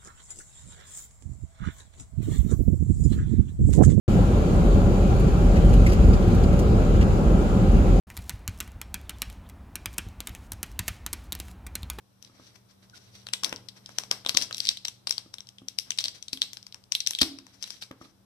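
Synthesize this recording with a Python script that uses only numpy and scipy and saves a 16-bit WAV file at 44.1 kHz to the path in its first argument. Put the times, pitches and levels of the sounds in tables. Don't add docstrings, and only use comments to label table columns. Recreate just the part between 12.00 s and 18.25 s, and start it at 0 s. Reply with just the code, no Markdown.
import sys
import numpy as np
from scipy import signal
from scipy.fft import rfft, irfft
from scipy.io import wavfile
from scipy.ndimage import uniform_filter1d

SR = 44100
rng = np.random.default_rng(int(sys.argv[2]) if len(sys.argv) > 2 else 0)


def master_out(mix):
    frames = np.transpose(np.atleast_2d(mix))
    ceiling = np.clip(frames, -1, 1)
    pcm = np.round(ceiling * 32767).astype(np.int16)
    wavfile.write(sys.argv[1], SR, pcm)


N = 275610


def undb(db):
    return 10 ** (np.asarray(db) / 20)


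def on_log(hz, table, column=1):
    rows = np.array(table, float)
    return np.interp(np.log(np.maximum(hz, 1)), np.log(rows[:, 0]), rows[:, column])


def colour(x, table):
    y = irfft(rfft(x) * undb(on_log(np.arange(N // 2 + 1) * SR / N, table)), N)
    return y / np.sqrt(np.mean(y ** 2))


def band(x, hz, width_hz):
    b, a = signal.iirpeak(hz, hz / width_hz, SR)
    y = signal.lfilter(b, a, signal.lfilter(b, a, x))
    return y / np.max(np.abs(y))


def walk(rate_hz):
    k = int(SR / rate_hz)
    return uniform_filter1d(np.repeat(rng.standard_normal(N // k + 1), k), k)[:N]


def add(out, start_s, x):
    i = int(start_s * SR)
    out[..., i:i + x.shape[-1]] += x[..., :N - i]


def room_tone():
    # pitch_hz, level_db
    tones = [(96.9, -75), (118.4, -68.5), (193.8, -69.5)]
    # time_s, gain_db
    swell = [(0, -5.5), (.9, 0.5), (1.202, 3.5), (2.55, 4), (2.75, -1), (6.25, -4.5)]
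    # frequency_hz, gain_db
    air_colour = [(20, -17.5), (49, -1.5), (118, 7.5), (158, -4), (205, 3), (242, -3.5), (1990, -22),
                  (5690, -12.5), (6530, -13), (13800, -28.5), (15000, -44.5)]
    swell_db = np.interp(np.arange(N) / SR, *np.transpose(swell))
    hum = np.zeros(N)
    for hz, db in tones:
        level = undb(db + swell_db + 2.0 * walk(17))
        hum += level * np.sin(2 * np.pi * np.cumsum(hz + 1.647 * walk(6.7)) / SR)
    mid, side = (colour(rng.standard_normal(N), air_colour) for _ in range(2))
    side = signal.lfilter(*signal.butter(1, 180, "high", fs=SR), side)
    return hum + undb(-70 + 0.5 * swell_db) * np.array([mid + side, mid - side])


def wall_echoes(x):
    # centre_hz, t60_s, level_db
    bands = [(307, 0.48, -15.5), (970, 0.24, -21.5), (2310, 0.24, -20.5), (4130, 0.52, -30),
             (9900, 0.25, -17)]
    t, out = np.arange(int(.7 * SR)) / SR, []
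    slap = 1 + undb(-5) * np.exp(-((t - 0.012) / 0.0035) ** 2)
    common = rng.standard_normal((len(bands), len(t)))
    for _ in range(2):
        wash = np.zeros(len(t))
        for (hz, t60, db), shared in zip(bands, common):
            noise = shared + min(hz / 1480, 1) * (rng.standard_normal(len(t)) - shared)
            wash += undb(db) * signal.lfilter(*signal.iirpeak(hz, 1, SR), noise) * 1000 ** (-t / t60)
        out.append(signal.fftconvolve(x, wash * undb(-15.5) * slap)[:N])
    return np.array(out)


def finger_rub():
    # middle_s, length_s, level_db, wall_relative_db
    strokes = [(0.265, 0.14, -61, -18), (0.382, 0.18, -64.5, -9), (0.455, 0.14, -57, -24),
               (0.544, 0.18, -65, -12), (0.708, 0.066, -62, -17), (0.846, 0.074, -63.5, -13.5),
               (0.958, 0.062, -49, -23), (1.048, 0.2, -60, -20), (1.185, 0.19, -56, -24),
               (1.477, 0.12, -56, 1.5), (1.772, 0.053, -48.5, -14), (1.94, 0.41, -58, -16.5),
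               (2.421, 0.073, -35, -25.5), (2.635, 0.3, -47, -37), (2.712, 0.035, -36.5, -40),
               (3.882, 0.075, -58, -8), (4.055, 0.019, -40.5, -16), (4.161, 0.076, -50.5, -20.5),
               (5.535, 0.23, -63.5, -15.5), (5.697, 0.26, -49, -34), (5.824, 0.033, -38, -58),
               (6.038, 0.19, -60.5, -13)]
    # frequency_hz, gain_db
    label_colour = [(200, -11), (1000, -26.5), (2500, -9), (3700, -3.5), (4800, 3), (5300, 0.5),
                    (5900, 3.5), (7000, -3), (9000, -13.5), (14000, -29), (15000, -45)]
    # frequency_hz, gain_db
    wall_colour = [(150, 0), (400, 0.5), (1300, -7.5), (2200, -5), (4000, -36.5)]
    t, label, wall = np.arange(N) / SR, np.zeros(N), np.zeros(N)
    for middle_s, length_s, db, wall_db in strokes:
        stroke = undb(db) * np.cos(np.pi * np.clip((t - middle_s) / length_s, -.5, .5)) ** 2
        label += stroke
        wall += stroke * undb(wall_db)
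    ticks = rng.random(N) < 1200 / SR
    ticks = ticks * undb(3.0 * np.minimum(rng.exponential(size=N), 3)) * rng.standard_normal(N)
    out = []
    for _ in range(2):
        drag = 0.65 * ticks / np.std(ticks) + 0.93 * rng.standard_normal(N)
        drag *= undb(5.2 * walk(67) + 1.8 * walk(24))
        out.append(label * colour(drag, label_colour) + wall * colour(drag, wall_colour))
    return np.array(out)


def fingertip_squeak(middle_s=0.94, width_s=0.0086, pitch_hz=1450):
    level = undb(-59) * np.exp(-((np.arange(N) / SR - middle_s) / width_s) ** 2)
    return level * np.sin(2 * np.pi * np.cumsum(pitch_hz + 92.0 * walk(250)) / SR)


def bottle_knocks(contact_ms=0.7, sway_hz=100, upper_hz=450, regrip_s=5.425):
    # start_s, level_db, free_share (0 gripped tight, 1 ringing freely), upper_modes_db
    knocks = [(0.297, -54, 0.23, 2), (0.397, -46, 0.08, 7), (1.432, -40, 0.4, 10), (1.526, -35.5, 0.13, 0),
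              (2.111, -42, 0.67, 59), (2.262, -31, 0, 18.5), (2.347, -34.5, 0.34, 0.5), (2.413, -46, 0, -8),
              (2.509, -48.5, 0.4, 26), (3.074, -45, 0.08, 30), (3.261, -49.5, 0.16, -2),
              (3.618, -47, 0.11, -7), (4.331, -38.5, 0.24, -8), (5.2162, -22, 0.91, -20),
              (5.91, -37.5, 0.13, -0.5), (6.013, -40, 0.15, 10), (6.055, -51, 0.3, 7)]
    # pitch_hz, level_db, free_t60_s
    modes = [(78, 2, 0.056), (258, 5, 0.043), (275, -8.5, 0.82), (312, -14, 0.57), (335, -11, 0.31),
             (410, -10.5, 0.088), (562, -14, 0.15), (760, -22, 0.22), (960, -25, 0.12), (1150, -5.5, 0.17),
             (1260, -7.5, 0.16)]
    out, t = np.zeros(N), np.arange(SR // 2) / SR
    push = np.hanning(int(contact_ms * SR / 1000) + 2)
    swing = np.gradient(push)
    for start_s, db, free, upper_db in knocks:
        bend = rng.standard_normal(len(modes)) * (1 - free)
        ring = np.zeros(len(t))
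        for (hz, mode_db, t60), bend_db, detune in zip(modes, 4 * bend, 1 + .04 * bend[::-1]):
            gain = undb(mode_db + bend_db + upper_db * (hz > upper_hz))
            if hz < sway_hz:
                gain *= free
            decay = 1000 ** (-t / (max(free, .05) * t60))
            ring += gain * np.sin(2 * np.pi * hz * detune * t) * decay
        knock = np.convolve(ring, push)[:len(t)]
        knock /= np.max(np.abs(knock))
        if start_s < regrip_s:
            knock *= np.exp(-np.maximum(start_s + t - regrip_s, 0) / .01)
        knock[:len(push)] += 0.06 * swing / np.ptp(swing)
        add(out, start_s, knock * undb(db))
    return out


def label_sheet(burst, ring_hz, ring_db, dull_db, bright_db):
    parts = np.array([band(burst, ring_hz, 0.32 * ring_hz), undb(2.5) * band(burst, 4860, 4920)])
    parts = signal.lfilter(*signal.butter(4, 2210, "high", fs=SR), parts)
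    parts = signal.lfilter(*signal.butter(2, 9700, fs=SR), parts)
    ring, broad = parts / np.max(np.abs(parts.sum(axis=0)))
    dull = undb(dull_db) * band(burst, hz=900, width_hz=3600)
    bright = undb(bright_db) * band(burst, hz=10100, width_hz=3500)
    return undb(ring_db) * ring + broad + dull + bright


def label_snaps(creep_s=.008, rise_ms=0.41, decay_ms=1.0, settle_per_s=220, crack_ms=0.31, pan_db=5.5):
    # start_s, level_db, ring_hz, dull_relative_db, bright_relative_db
    snaps = [(0.2254, -34.5, 5560, -33, -12), (0.2476, -37, 4870, -30, -28), (0.8976, -41, 5740, -22, -20),
             (1.268, -27.5, 4030, -13, -41), (1.287, -33, 3240, -16, -39), (1.335, -10.5, 6900, -22, -15.5),
             (1.337, -16.5, 3500, -27, -32), (1.435, -14, 5670, -16.5, -15), (1.4452, -9, 5410, -27, -13.5),
             (1.4938, -30, 5310, -17, -45), (1.5267, -25, 3280, -2, -21), (1.5607, -26, 5300, -46, -19),
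             (1.6862, -26.5, 4620, -33, -18.5), (1.86, -28.5, 5400, -38, -31),
             (1.8915, -39, 5650, -3.5, -28), (1.9851, -10.5, 5720, -17, -15.5),
             (2.0359, -26.5, 5530, -13, -27.5), (2.1126, -7, 5100, -15, -16), (2.249, -34.5, 3700, -5, -26),
             (2.2626, -17, 3680, -15, -19), (2.288, -24.5, 4810, -24, -9), (2.2931, -8.5, 4700, -19, -15),
             (2.345, -24, 5500, -22, -18), (2.3488, -16, 4300, -18.5, -19), (2.3704, -5.5, 5300, -28, -16),
             (2.3719, -5, 5000, -19.5, -29), (2.3736, -25, 5000, -13.5, -26),
             (2.414, -23.5, 4230, -30, -13), (2.4224, -16, 4970, -23.5, -34),
             (2.5095, -30.5, 3140, -5, -15), (2.5271, -20, 4250, -35.5, -37),
             (2.5456, -19, 4800, -25.5, -17), (2.569, -27.5, 5900, -43, -10),
             (2.581, -21, 5900, -42.5, -10), (2.603, -14, 4980, -42.5, -21),
             (2.6524, -18.5, 4700, -37, -39), (2.662, -24.5, 4630, -28, -30), (2.6708, -15, 4300, -43, -24),
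             (2.677, -32, 4900, -46, -41), (2.6892, -5.5, 4680, -35, -21),
             (2.7716, -27.5, 4210, -27.5, -49), (2.8495, -19.5, 5200, -28, -33.5),
             (2.8518, -18, 4300, -22, -19.5), (2.874, -28.5, 5800, -39, -36),
             (2.8823, -18, 5970, -25, -15.5), (3.0716, -14, 4800, -20, -31.5),
             (3.0745, -18.5, 5100, -24, -38.5), (3.094, -23, 4980, -37, -6),
             (3.108, -9.5, 5450, -26.5, -18), (3.1241, -20, 5000, -37.5, -35.5),
             (3.1804, -18, 4760, -19.5, -38), (3.3402, -25.5, 5460, -20.5, -34),
             (3.3838, -31, 3860, -15.5, -14), (3.4053, -30, 5630, -24, -21),
             (3.4707, -36.5, 5430, -44, -26), (3.4889, -31.5, 5550, -47, -18), (3.584, -36, 3360, -39, -22),
             (3.6843, -20, 5740, -31, -16), (3.7868, -11, 5300, -36, -13.5), (3.906, -12, 6170, -28.5, -21),
             (3.9188, -27, 3100, -40, -20.5), (3.9755, -30, 5680, -22, -9), (3.9863, -12, 4000, -26, -26),
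             (3.989, -11.5, 4560, -36.5, -18), (4.006, -18, 5600, -24.5, -17),
             (4.0407, -12.5, 4770, -50, -16.5), (4.052, -22, 4760, -33.5, -33),
             (4.056, -18, 4060, -44, -19), (4.0821, -18, 4870, -26.5, -19.5),
             (4.2259, -25, 5720, -40.5, -47), (4.2826, -25.5, 4280, -29, -39),
             (4.331, -14.5, 4600, -29.5, -12.5), (4.373, -31.5, 3810, -18, -34),
             (4.4135, -34.5, 4600, -33, -19), (4.4182, -8, 4250, -27.5, -17),
             (4.4393, -32.5, 5800, -15.5, -29), (4.5327, -22.5, 6030, -24.5, -12.5),
             (4.57, -27, 4930, -19, -21), (4.628, -34.5, 5200, -30, -19), (4.667, -30.5, 5300, -20, -17),
             (4.7243, -33.5, 4600, -34, -17), (4.7442, -28, 5500, -12.5, -24),
             (4.839, -41.5, 5150, -43, -27), (4.9207, -10.5, 5740, -30.5, -20.5),
             (4.951, -11, 3930, -30, -10.5), (5.004, -13.5, 4400, -55, -18.5),
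             (5.064, -16, 4500, -29.5, -24), (5.0719, -7.5, 5870, -38.5, -15),
             (5.108, -15.5, 5900, -23.5, -9.5), (5.134, -26.5, 3650, -25, -10), (5.15, -18, 4120, -33, -32),
             (5.1874, -19, 3480, -40, -12.5), (5.2063, -21, 4500, -29.5, -23.5),
             (5.212, -14, 5200, -42, -41.5), (5.2143, -11.5, 4600, -16.5, -39),
             (5.2159, -4.5, 4870, -22.5, -13), (5.2186, -5, 4680, -18, -18.5),
             (5.221, -12.5, 4500, -22.5, -17), (5.387, -33, 5000, -12.5, -28),
             (5.467, -37, 5760, -12.5, -17), (5.6257, -21, 5330, -28, -15),
             (5.6316, -21.5, 5500, -54.5, -26), (5.64, -26, 4080, -20, -20), (5.676, -42, 3150, -12, -3),
             (5.7042, -24, 5100, -26, -51), (5.8235, -29, 4200, -11.5, -25),
             (5.8284, -33, 4040, -31, -26.5), (5.8364, -32, 4800, -25, -20), (5.9128, -46, 5450, 10.5, -14)]
    near, far, t = np.zeros((2, N)), np.zeros(N), np.arange(2900) / SR - creep_s
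    since_ms = np.maximum(t, 0) * 1000
    noises = rng.standard_normal((len(snaps), 2, len(t)))
    spreads = rng.standard_normal((len(snaps), 3))
    cracks = (rng.random((len(snaps), len(t))) < settle_per_s / SR) * (t > 0) * np.exp(-t / 0.0079)
    cracks *= rng.exponential(size=cracks.shape)
    settling = signal.lfilter([0.25], [1, -np.exp(-1000 / SR / crack_ms)], cracks)
    first_crack = 3.2 * signal.unit_impulse(len(t), int(creep_s * SR) + 12)
    for snap, (shared, own), (stretch, aside, give), settle in zip(snaps, noises, spreads, settling):
        start_s, db, ring_hz, dull_db, bright_db = snap
        fade = np.exp(-since_ms / (decay_ms * np.exp(.2 * stretch)))
        buckle = (1 - np.exp(-since_ms / rise_ms)) * fade
        creep = undb(-28 + 4 * give) * np.exp(-np.abs(t) * 1000 / 2.3)
        envelope = buckle + creep + settle
        left_db = (pan_db + aside) / 2
        paths = [(near[0], shared * envelope, left_db, 0),
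                 (near[1], (shared + 2.24 * own) * envelope, -left_db, 0),
                 (far, shared * settle, 0, -5.5)]
        for track, burst, side_db, ring_db in paths:
            sheet = label_sheet(burst + first_crack, ring_hz, ring_db, dull_db, bright_db)
            add(track, start_s - creep_s, sheet * undb(db + side_db))
    return near, far


def scene():
    label, label_far = label_snaps()
    knocks = bottle_knocks()
    fingers = finger_rub() + fingertip_squeak()
    low_cut = signal.butter(3, 65, "high", fs=SR)
    near = signal.lfilter(*low_cut, label + knocks + fingers)
    near[1] = np.roll(near[1], 8)
    far = signal.lfilter(*low_cut, label_far + undb(-5) * knocks + fingers.mean(axis=0))
    return near + wall_echoes(far) + room_tone()


def record(dry):
    # frequency_hz, left_db, right_db
    ports = [(187, 2.5, 2.5), (1320, 8.5, 7.5), (3040, 1.5, 1), (3175, 5, 1.5), (3990, -1.5, 4),
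             (4530, -1, -4), (5880, 3, -9.5), (6510, -7.5, -17), (8090, -0.5, -2.5), (12700, 6.5, 4.5),
             (14300, 11.5, 9.5), (16100, -14.5, -16.5)]
    out, size = [], 1024
    hz = np.arange(size // 2 + 1) * SR / size
    for column, x in enumerate(dry, start=1):
        cepstrum = irfft(np.log(undb(on_log(hz, ports, column))))
        cepstrum[1:size // 2] *= 2
        cepstrum[size // 2 + 1:] = 0
        response = irfft(np.exp(rfft(cepstrum)))
        out.append(signal.fftconvolve(x, response)[:N])
    rounded = np.tanh(1.1 * np.array(out)) / np.tanh(1.1)
    return signal.sosfilt(signal.ellip(10, .2, 90, 15800, fs=SR, output="sos"), rounded)


dry = scene()
out = record(dry)
master_out(out)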